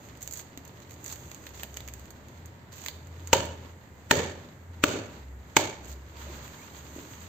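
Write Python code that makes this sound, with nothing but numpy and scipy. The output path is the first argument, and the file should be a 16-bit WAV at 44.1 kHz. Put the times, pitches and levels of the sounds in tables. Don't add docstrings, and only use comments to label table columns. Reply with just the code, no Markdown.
import sys
import numpy as np
from scipy import signal
from scipy.fft import rfft, irfft, next_fast_len
from scipy.io import wavfile
from scipy.ndimage import uniform_filter1d, minimum_filter1d, map_coordinates

SR = 44100
rng = np.random.default_rng(int(sys.argv[2]) if len(sys.argv) > 2 else 0)


def output_pcm(signal):
    pcm = np.clip(np.atleast_2d(signal).T, -1, 1) * 32767
    wavfile.write(sys.argv[1], SR, np.round(pcm).astype(np.int16))


N = 321048

# (time [s], level [dB], contact [s], room level [dB], boom level [dB], thud [Hz], level [dB],
#  hollow [Hz], level [dB], pop [Hz], level [dB], snap [Hz], level [dB], crack [Hz], level [dB])
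PUNCHES = [(3.33, -4, 0.0053, -3, 0, 268, -10.5, 511, 1, 920, 0.5, 1450, -4.5, 2920, 3),
           (4.1104, 2, 0.00371, 1.5, 0.5, 263, -11, 610, -7, 897, -5, 1850, 5, 3430, -3),
           (4.8382, 2.5, 0.00263, 0, -2.5, 309, -2, 587, -16.5, 1185, -12, 1434, 2, 2630, 0.5),
           (5.5664, -4, 0.0045, -2.5, -7.5, 324, -5.5, 593, -5.5, 864, -1.5, 2250, 2.5, 3320, -7.5)]
# (time [s], crack level [dB], body level [dB])
FOLD_SNAPS = [(0.2267, -21, -62), (0.2749, -23.5, -45), (0.3097, -24, -64), (0.324, -24, -56),
              (0.3352, -19, -49.5), (0.372, -22.5, -55), (0.574, -29.5, -45), (0.65, -33.5, -68),
              (0.6768, -33, -60), (1.0419, -28.5, -66), (1.3147, -32, -43.5), (1.467, -32, -40.5),
              (1.5958, -35, -43.5), (1.6323, -21, -34.5), (1.7695, -24, -37), (1.804, -35, -43.5),
              (1.876, -31, -42.5), (1.885, -30, -44.5), (1.9365, -28.5, -47.5), (2.1043, -30, -54),
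              (2.4575, -31.5, -69), (2.8607, -21.5, -33), (2.8831, -24.5, -32), (3.2724, -25, -48),
              (3.4539, -28.5, -55), (6.478, -35, -51)]
# (time [s], level [dB], pitch [Hz])
BUMPS = [(0.575, -38, 280), (6.268, -41.5, 573.6), (6.299, -34.5, 337), (6.365, -45, 840),
         (6.962, -32, 312), (6.985, -36, 349.6)]
# (start [s], end [s], level at start [dB], level at end [dB], dull scrape level re tug [dB])
TUGS = [(0.208, 0.31, -45.5, -53, -13), (0.309, 0.412, -49, -42, -11), (0.818, 0.838, -61, -64, 5),
        (0.906, 0.948, -49.5, -55, -10), (1.055, 1.09, -38.5, -44.5, -13),
        (1.092, 1.13, -45.5, -39.5, -4.5), (1.536, 1.636, -53, -51, 0), (2.719, 2.894, -51.5, -45.5, -3),
        (5.831, 5.933, -55, -47.5, -6)]
# (time [s], pitch [Hz], level [dB])
SQUEAK = [(6.53, 1800, -68), (6.6, 2200, -63), (6.66, 2600, -62.5), (6.71, 3050, -68), (6.74, 3200, -85)]
# (time [s], level [dB])
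EFFORT = [(0.0, -61.5), (0.39, -71), (0.64, -68.5), (0.93, -64), (1.13, -55), (1.53, -60), (1.75, -59),
          (2.39, -68), (2.51, -77.5), (2.76, -82), (2.89, -63.5), (3.25, -66.5)]
# (middle [s], width [s], level [dB], pitch [Hz])
TRAFFIC_SWELLS = [(0.16, 0.07, -53.5, 67.6), (1.83, 0.23, -48, 69.1), (2.421, 0.083, -48, 82),
                  (3.35, 0.27, -42, 84.1), (4.24, 0.099, -41, 84.2), (4.78, 0.11, -43.5, 84.1),
                  (5.32, 0.097, -43, 67.2), (5.941, 0.084, -42.5, 67), (6.29, 0.097, -42.5, 68.5),
                  (6.9, 0.16, -53, 71.1)]

# (frequency [Hz], level per Hz [dB])
SLAP_SPECTRUM = [(40, -11), (110, -4.5), (170, -8), (300, -10), (700, -2.5), (1500, 2.5), (3000, -0.5),
                 (4200, -5.5), (5300, -11), (6500, 0), (7800, -3.5), (12000, -15), (15500, -5.5)]
# (frequency [Hz], level per Hz [dB])
CREAK_SPECTRUM = [(300, -35), (1500, -18), (3200, -26), (4500, -6), (5200, -13.5), (5900, -6), (6300, 5.5),
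                  (7600, 3.5), (9000, -1), (12000, -4.5), (14500, 6), (16000, -4.5)]
# (frequency [Hz], level per Hz [dB])
FOLD_SPECTRUM = [(150, -14.5), (500, 1.5), (1000, -2.5), (2000, 8), (3200, 4), (4600, 2), (7000, -19),
                 (15000, 0)]
# (frequency [Hz], level per Hz [dB])
RUB_SPECTRUM = [(200, -13.5), (600, -10), (950, 4.5), (1400, 4), (2100, 0.5), (3000, -1), (4400, -3),
                (5400, -10.5), (8000, -14), (15000, -21)]
# (frequency [Hz], level per Hz [dB])
SUIT_SPECTRUM = [(60, -6), (150, 0.5), (260, 2), (400, -0.5), (600, -6.5), (900, -11), (2000, -33),
                 (6000, -49.5)]
# (frequency [Hz], level per Hz [dB])
SCRAPE_SPECTRUM = [(200, -19), (700, -4), (1500, 0), (2500, -4.5), (4300, -2), (5300, -9), (7000, -3),
                   (15000, -30)]
# (frequency [Hz], level per Hz [dB])
ROOM_NOISE_SPECTRUM = [(25, -34), (50, -40), (70, 6.5), (100, 2.5), (140, -2.5), (250, -11.5), (400, -18.5),
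                       (600, -17.5), (1000, -20.5), (2000, -18), (4000, -51.5), (5200, -50.5), (7000, -30),
                       (15000, -33)]

# (frequency [Hz], level [dB])
ECHO_COLOUR = [(40, -23), (100, 0), (200, -5.5), (420, -4), (600, 3), (900, -6), (2000, -10), (4000, -5),
               (7000, -5.5), (15000, -5.5)]
# (frequency [Hz], t60 [s])
ECHO_T60 = [(100, 0.71), (400, 0.48), (1500, 0.57), (4000, 0.47), (7500, 0.44), (14000, 0.33)]
# (frequency [Hz], width [Hz], level before contrast [dB])
ECHO_RINGS = [(396, 64, -5), (1746, 71, -13), (2260, 100, -10.5), (2900, 21, -19), (3100, 40, -10),
              (3630, 90, -12), (4400, 89, -17.5), (4500, 230, -19.5)]
# (frequency [Hz], width [Hz], level before contrast [dB])
ROOM_MODES = [(589, 61, 6), (932, 104, -7)]

# (frequency [Hz], correlation [-1..1])
PORT_LIKENESS = [(70, 0.97), (170, 0.92), (340, 0.88), (560, 0.7), (900, 0.42), (1400, -0.2), (2200, 0.12),
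                 (3500, 0), (15000, 0)]
# (frequency [Hz], left minus right [dB])
PUNCH_BALANCE = [(100, 4), (300, 4.5), (600, 2), (900, 3), (2000, 3), (4000, -6.5), (7000, -10), (8300, 2),
                 (12000, -5), (15000, -15.5)]
# (frequency [Hz], left minus right [dB])
ROOM_BALANCE = [(100, 0.5), (380, 0), (700, -2.5), (1300, -1.5), (2400, -2), (4400, -5), (7000, -9),
                (8300, -0.5), (12000, -5.5), (15000, -14)]
# (frequency [Hz], left minus right [dB])
LEATHER_BALANCE = [(100, 2.5), (400, 0.5), (700, -5.5), (1300, -0.5), (2400, -3), (4400, -6), (5100, -6.5),
                   (6800, -12), (8300, -0.5), (12000, -6.5), (15000, -11.5)]
# (frequency [Hz], gain [dB])
PHONE_NOTCH = [(7700, 0), (8500, -10.5), (8850, -29), (9900, -32), (11000, -36.5), (11350, -33.5),
               (11650, -4), (15350, -7.5), (15800, -25.5), (16500, -35.5)]

TOP_HZ = 16600
SWING_LEAD_S, SWING_WIDTH_S, PART_AFTER_S, PART_WIDTH_S = 0.021, 0.0717, 0.29, 0.09
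RISE_AT_S, RISE_S, HEAVE_AT_S, HEAVE_WIDTH_S = 6.06, 0.15, 6.33, 0.15


def amp(db):
    return 10 ** (np.asarray(db) / 20)


def unit(x):
    return x / np.sqrt(np.mean(x ** 2) + 1e-20)


def along(points, hz):
    point_hz, values = np.transpose(points)
    return np.interp(np.log(hz + 1), np.log(point_hz + 1), values)


def curves(rows):
    time_s, *columns = np.transpose(rows)
    return [np.interp(np.arange(N) / SR, time_s, column) for column in columns]


def wobble(knots_per_s):
    knots = rng.standard_normal(int(N * knots_per_s / SR) + 4)
    return map_coordinates(knots, [np.arange(N) * knots_per_s / SR])


def hump(at_s, width_s):
    return np.exp(-.5 * ((np.arange(N) / SR - at_s) / width_s) ** 2)


def filtered(x, response):
    n = x.shape[-1]
    padded = next_fast_len(n + 8192)
    spectrum = rfft(x, padded) * response(np.fft.rfftfreq(padded, 1 / SR))
    return irfft(spectrum, padded)[..., :n]


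def coloured(x, spectrum, size=2048):
    cepstrum = irfft(np.log(amp(along(spectrum, np.fft.rfftfreq(size, 1 / SR)))))
    cepstrum[1:size // 2] *= 2
    cepstrum[size // 2 + 1:] = 0
    kernel = irfft(np.exp(rfft(cepstrum)))
    kernel = kernel[None] / np.linalg.norm(kernel)
    return signal.fftconvolve(x, kernel, axes=1)[:, :x.shape[1]]


def lean(pair, balance):
    return filtered(pair, lambda hz: amp(np.outer([.5, -.5], along(balance, hz))))


def ports(pair, balance):
    def common_and_opposed(hz):
        angle = np.arccos(np.clip(along(PORT_LIKENESS, hz), -1, 1)) / 2
        return np.array([np.cos(angle), np.sin(angle)])
    common, opposed = filtered(pair, common_and_opposed)
    return lean(np.array([common + opposed, common - opposed]), balance)


def add(track, at_s, sound):
    part = track[:, max(round(at_s * SR), 0):][:, :sound.shape[-1]]
    part += sound[..., :part.shape[1]]


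def ring(t, hz, t60_s):
    t = np.maximum(t, 0)
    return np.sin(2 * np.pi * hz * t) * amp(-60 * t / t60_s)


def resonances(hz, rows, gain_db, contrast):
    response = 1
    for at_hz, width_hz, db in rows:
        damping = 1j * hz * width_hz
        response = response + amp(gain_db + contrast * db) * damping / (at_hz ** 2 - hz ** 2 + damping)
    return response


def slips(spectrum, rate_per_s, spread_db, life_s, smooth_db):
    sizes_db = spread_db * np.minimum(rng.exponential(size=N), 3)
    sizes = (rng.random(N) < rate_per_s / SR) * amp(sizes_db)
    power = signal.lfilter([1], [1, -np.exp(-2 / (life_s * SR))], sizes ** 2)
    envelope = np.sqrt(power / power.mean() + amp(smooth_db) ** 2)
    grains = envelope * rng.standard_normal((2, N))
    return unit(ports(coloured(grains, spectrum), LEATHER_BALANCE))


def punches():
    slap_db, pocket_db, bass_cut_hz = -9, -4, 70
    brush_db, brush_s, release_t60_s, pad_share = -24, 0.005, 0.019, 0.97
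    thud_t60_s, pop_t60_s, snap_t60_s, crack_t60_s = 0.038, 0.027, 0.013, 0.0081
    wet_db, slap_wet_db, pocket_wet_db = 1, 14, -10
    boom_db, boom_hz, boom_t60_s = -6, 410, 0.015
    lead_s = .02
    out, t = np.zeros((2, N)), np.arange(SR) / SR - lead_s
    radiated = coloured(signal.unit_impulse(SR, round(lead_s * SR))[None], SLAP_SPECTRUM)
    for at_s, db, contact_s, room_db, low_db, *pocket_rings in PUNCHES:
        (thud_hz, thud_db, hollow_hz, hollow_db, pop_hz, pop_db,
         snap_hz, snap_db, crack_hz, crack_db) = pocket_rings
        brush = amp(brush_db) * np.exp(-np.abs(t) / brush_s)
        release = amp(-60 * np.maximum(t - contact_s, 0) / release_t60_s)
        press = np.where(t < 0, brush, release)
        skin, pads = press * rng.standard_normal((2, len(t)))
        slap = coloured(np.array([skin + pad_share * pads, skin - pad_share * pads]), SLAP_SPECTRUM)
        pocket = (amp(thud_db) * ring(t, thud_hz, thud_t60_s)
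                  + amp(crack_db) * ring(t, crack_hz, crack_t60_s)
                  + amp(hollow_db) * ring(t - contact_s / 4, hollow_hz, pop_t60_s)
                  + amp(snap_db) * ring(t - contact_s / 4, snap_hz, snap_t60_s)
                  + amp(pop_db) * ring(t - contact_s / 2, pop_hz, pop_t60_s))
        direct = lean(amp(slap_db) * slap + amp(pocket_db) * pocket, PUNCH_BALANCE)
        direct = filtered(direct, lambda hz: 1j * hz / (1j * hz + bass_cut_hz))
        boom = amp(boom_db + low_db) * ring(t, boom_hz, boom_t60_s)
        echo = room(amp(slap_wet_db) * radiated) + room((amp(pocket_wet_db) * pocket + boom)[None])
        add(out, at_s - lead_s, amp(db) * direct + amp(wet_db + room_db) * echo)
    return out


def tugs(relax_t60_s=0.07, smooth_samples=200):
    t = np.arange(N) / SR
    chatter = slips(CREAK_SPECTRUM, rate_per_s=600, spread_db=3.5, life_s=.001, smooth_db=-3)
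    scrape = slips(SCRAPE_SPECTRUM, rate_per_s=400, spread_db=3, life_s=.0015, smooth_db=-2)
    bright, dull = np.zeros(N), np.zeros(N)
    for start_s, end_s, first_db, last_db, scrape_db in TUGS:
        on = (t > start_s) & (t < end_s + relax_t60_s)
        relax_db = -60 * np.maximum(t[on] - end_s, 0) / relax_t60_s
        pull = amp(relax_db + np.interp(t[on], [start_s, end_s], [first_db, last_db]))
        bright[on] += pull
        dull[on] += amp(scrape_db) * pull
    return uniform_filter1d(bright, smooth_samples) * chatter + uniform_filter1d(dull, smooth_samples) * scrape


def fold_snaps():
    crack_db, body_db, delay_s = -4, 9, 0.0011
    snap_t60_s, settle_db, settle_t60_s = 0.0044, -11, 0.051
    cracks, knocks, t = np.zeros((2, N)), np.zeros((2, N)), np.arange(SR // 20) / SR
    fade = amp(-60 * t / snap_t60_s) + amp(settle_db - 60 * t / settle_t60_s)
    for at_s, peak_db, fold_db in FOLD_SNAPS + small_folds():
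        crack, knock = fade * rng.standard_normal((2, 2, len(t)))
        add(cracks, at_s + delay_s, amp(peak_db + crack_db) * crack)
        add(knocks, at_s + delay_s, amp(fold_db + body_db) * knock)
    return ports(coloured(cracks, CREAK_SPECTRUM) + coloured(knocks, FOLD_SPECTRUM), LEATHER_BALANCE)


def small_folds(count=24, gap_s=0.017):
    over_effort_db, over_tug_db, body_db, scatter_db = 24, 13, -17, 3
    effort_s, effort_db = np.transpose(EFFORT)
    at_s = effort_s[-1] * (np.arange(count) + rng.random(count)) / count
    folds = list(zip(at_s, np.interp(at_s, effort_s, effort_db) + over_effort_db))
    for start_s, end_s, first_db, last_db, _ in TUGS:
        at_s = np.arange(start_s, end_s - gap_s, gap_s)
        at_s = at_s + gap_s * rng.random(count)[:len(at_s)]
        folds += zip(at_s, np.interp(at_s, [start_s, end_s], [first_db, last_db]) + over_tug_db)
    return [(s, db + scatter_db * rng.uniform(-0.89, 1), db + body_db) for s, db in folds]


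def rustle(uneven_db=2.0):
    creak_gain, rub_gain, suit_gain = np.sqrt(fitting() ** 2 + swings() ** 2 + rising() ** 2)
    grip_db = uneven_db * wobble(22)
    creak = slips(CREAK_SPECTRUM, rate_per_s=130, spread_db=-2, life_s=.0015, smooth_db=10.5)
    rub = slips(RUB_SPECTRUM, rate_per_s=130, spread_db=6.5, life_s=0.00463, smooth_db=6.0)
    suit = slips(SUIT_SPECTRUM, rate_per_s=55, spread_db=2.5, life_s=0.016, smooth_db=8)
    return creak_gain * amp(grip_db) * creak + rub_gain * amp(grip_db / 2) * rub + suit_gain * suit


def fitting(creak_db=5, rub_db=-58.5, rub_follows=0.21, suit_db=-55, suit_follows=0.12):
    effort_db, = curves(EFFORT)
    extra_db = effort_db - np.mean(EFFORT, axis=0)[1]
    levels_db = [effort_db + creak_db, rub_db + rub_follows * extra_db, suit_db + suit_follows * extra_db]
    return amp(levels_db) * (np.arange(N) / SR < PUNCHES[0][0])


def swings(rest_db=(-67, -63.5, -57.5), swing_db=(-61, -60, -62), part_db=(-61, -56, -52)):
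    power = np.outer(amp(rest_db) ** 2, np.arange(N) / SR >= PUNCHES[0][0])
    for at_s, *_ in PUNCHES:
        power += np.outer(amp(swing_db), hump(at_s - SWING_LEAD_S, SWING_WIDTH_S)) ** 2
        power += np.outer(amp(part_db), hump(at_s + PART_AFTER_S, PART_WIDTH_S)) ** 2
    return np.sqrt(power)


def rising(walk_db=(-50.5, -53, -56), heave_db=(-56, -50, -53)):
    moving = np.clip((np.arange(N) / SR - RISE_AT_S) / RISE_S, 0, 1)
    heave = hump(HEAVE_AT_S, HEAVE_WIDTH_S)
    return np.hypot(np.outer(amp(walk_db), moving), np.outer(amp(heave_db), heave))


def squeak():
    hz, db = curves(SQUEAK)
    t = np.arange(N) / SR
    sliding = (t > SQUEAK[0][0]) & (t < SQUEAK[-1][0])
    ragged, broken = 1 + .026 * wobble(600), amp(3.5 * wobble(110))
    tone = np.sin(2 * np.pi * np.cumsum(hz * ragged) / SR)
    return sliding * amp(db) * unit(broken * tone)


def bumps(t60_s=0.04, scuff_db=-9):
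    out, t = np.zeros((2, N)), np.arange(SR // 4) / SR
    for at_s, db, hz in BUMPS:
        scuff = coloured(amp(scuff_db - 60 * t / t60_s) * rng.standard_normal((1, len(t))), SUIT_SPECTRUM)
        add(out, at_s, amp(db) * (ring(t, hz, t60_s) + scuff))
    return out


def room(x, build_s=0.0038, uneven_db=2.0):
    arrivals = rng.standard_normal((2, SR)) * amp(uneven_db * wobble(300.3)[:SR])
    hz, t, bins = signal.stft(arrivals, SR, nperseg=256)
    decay = amp(-60 * t / along(ECHO_T60, hz)[:, None])
    tail = signal.istft(bins * decay * (1 - np.exp(-t / build_s)), SR, nperseg=256)[1]
    tail = filtered(ports(tail / np.linalg.norm(tail[0]), ROOM_BALANCE), echo_response)
    return signal.fftconvolve(x.mean(axis=0)[None], tail, axes=1)[:, :x.shape[1]]


def echo_response(hz):
    return amp(along(ECHO_COLOUR, hz) - 1.5) * resonances(hz, ECHO_RINGS, gain_db=-1.5, contrast=0.08)


def wavering_tone(hz, waver):
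    return unit(np.sin(2 * np.pi * np.cumsum(hz * (1 + waver * wobble(6.3))) / SR))


def background(noise_db=-51.0, hum_hz=125, hum_db=-61):
    traffic = sum(amp(db) * hump(at_s, width_s) * wavering_tone(hz, waver=0.014)
                  for at_s, width_s, db, hz in TRAFFIC_SWELLS)
    hum = amp(2.5 * wobble(4)) * wavering_tone(hum_hz, waver=0.04)
    noise = unit(ports(coloured(rng.standard_normal((2, N)), ROOM_NOISE_SPECTRUM), ROOM_BALANCE))
    return traffic + amp(hum_db) * hum + amp(noise_db) * noise


def scene(leather_wet_db=-4):
    leather, soft = fold_snaps() + tugs(), bumps()
    near = punches() + rustle() + squeak() + leather + soft
    mix = near + amp(leather_wet_db) * room(leather) + room(soft) + background()
    return filtered(mix, lambda hz: resonances(hz, ROOM_MODES, gain_db=-7, contrast=0.1))


def limiter(x, ceiling, recovery_db_per_s=90, size=64):
    over_db = 20 * np.log10(np.maximum(np.abs(x).max(axis=0) / ceiling, 1))
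    ramp_db = recovery_db_per_s * np.arange(N) / SR
    cut_db = np.maximum.accumulate(over_db + ramp_db) - ramp_db
    return x * uniform_filter1d(minimum_filter1d(amp(-cut_db), 2 * size), size)


def record(dry):
    heard = filtered(dry, lambda hz: amp(along(PHONE_NOTCH, hz)))
    held = limiter(heard, ceiling=.9)
    return filtered(held, lambda hz: hz < TOP_HZ)


dry = scene()
out = record(dry)
output_pcm(out)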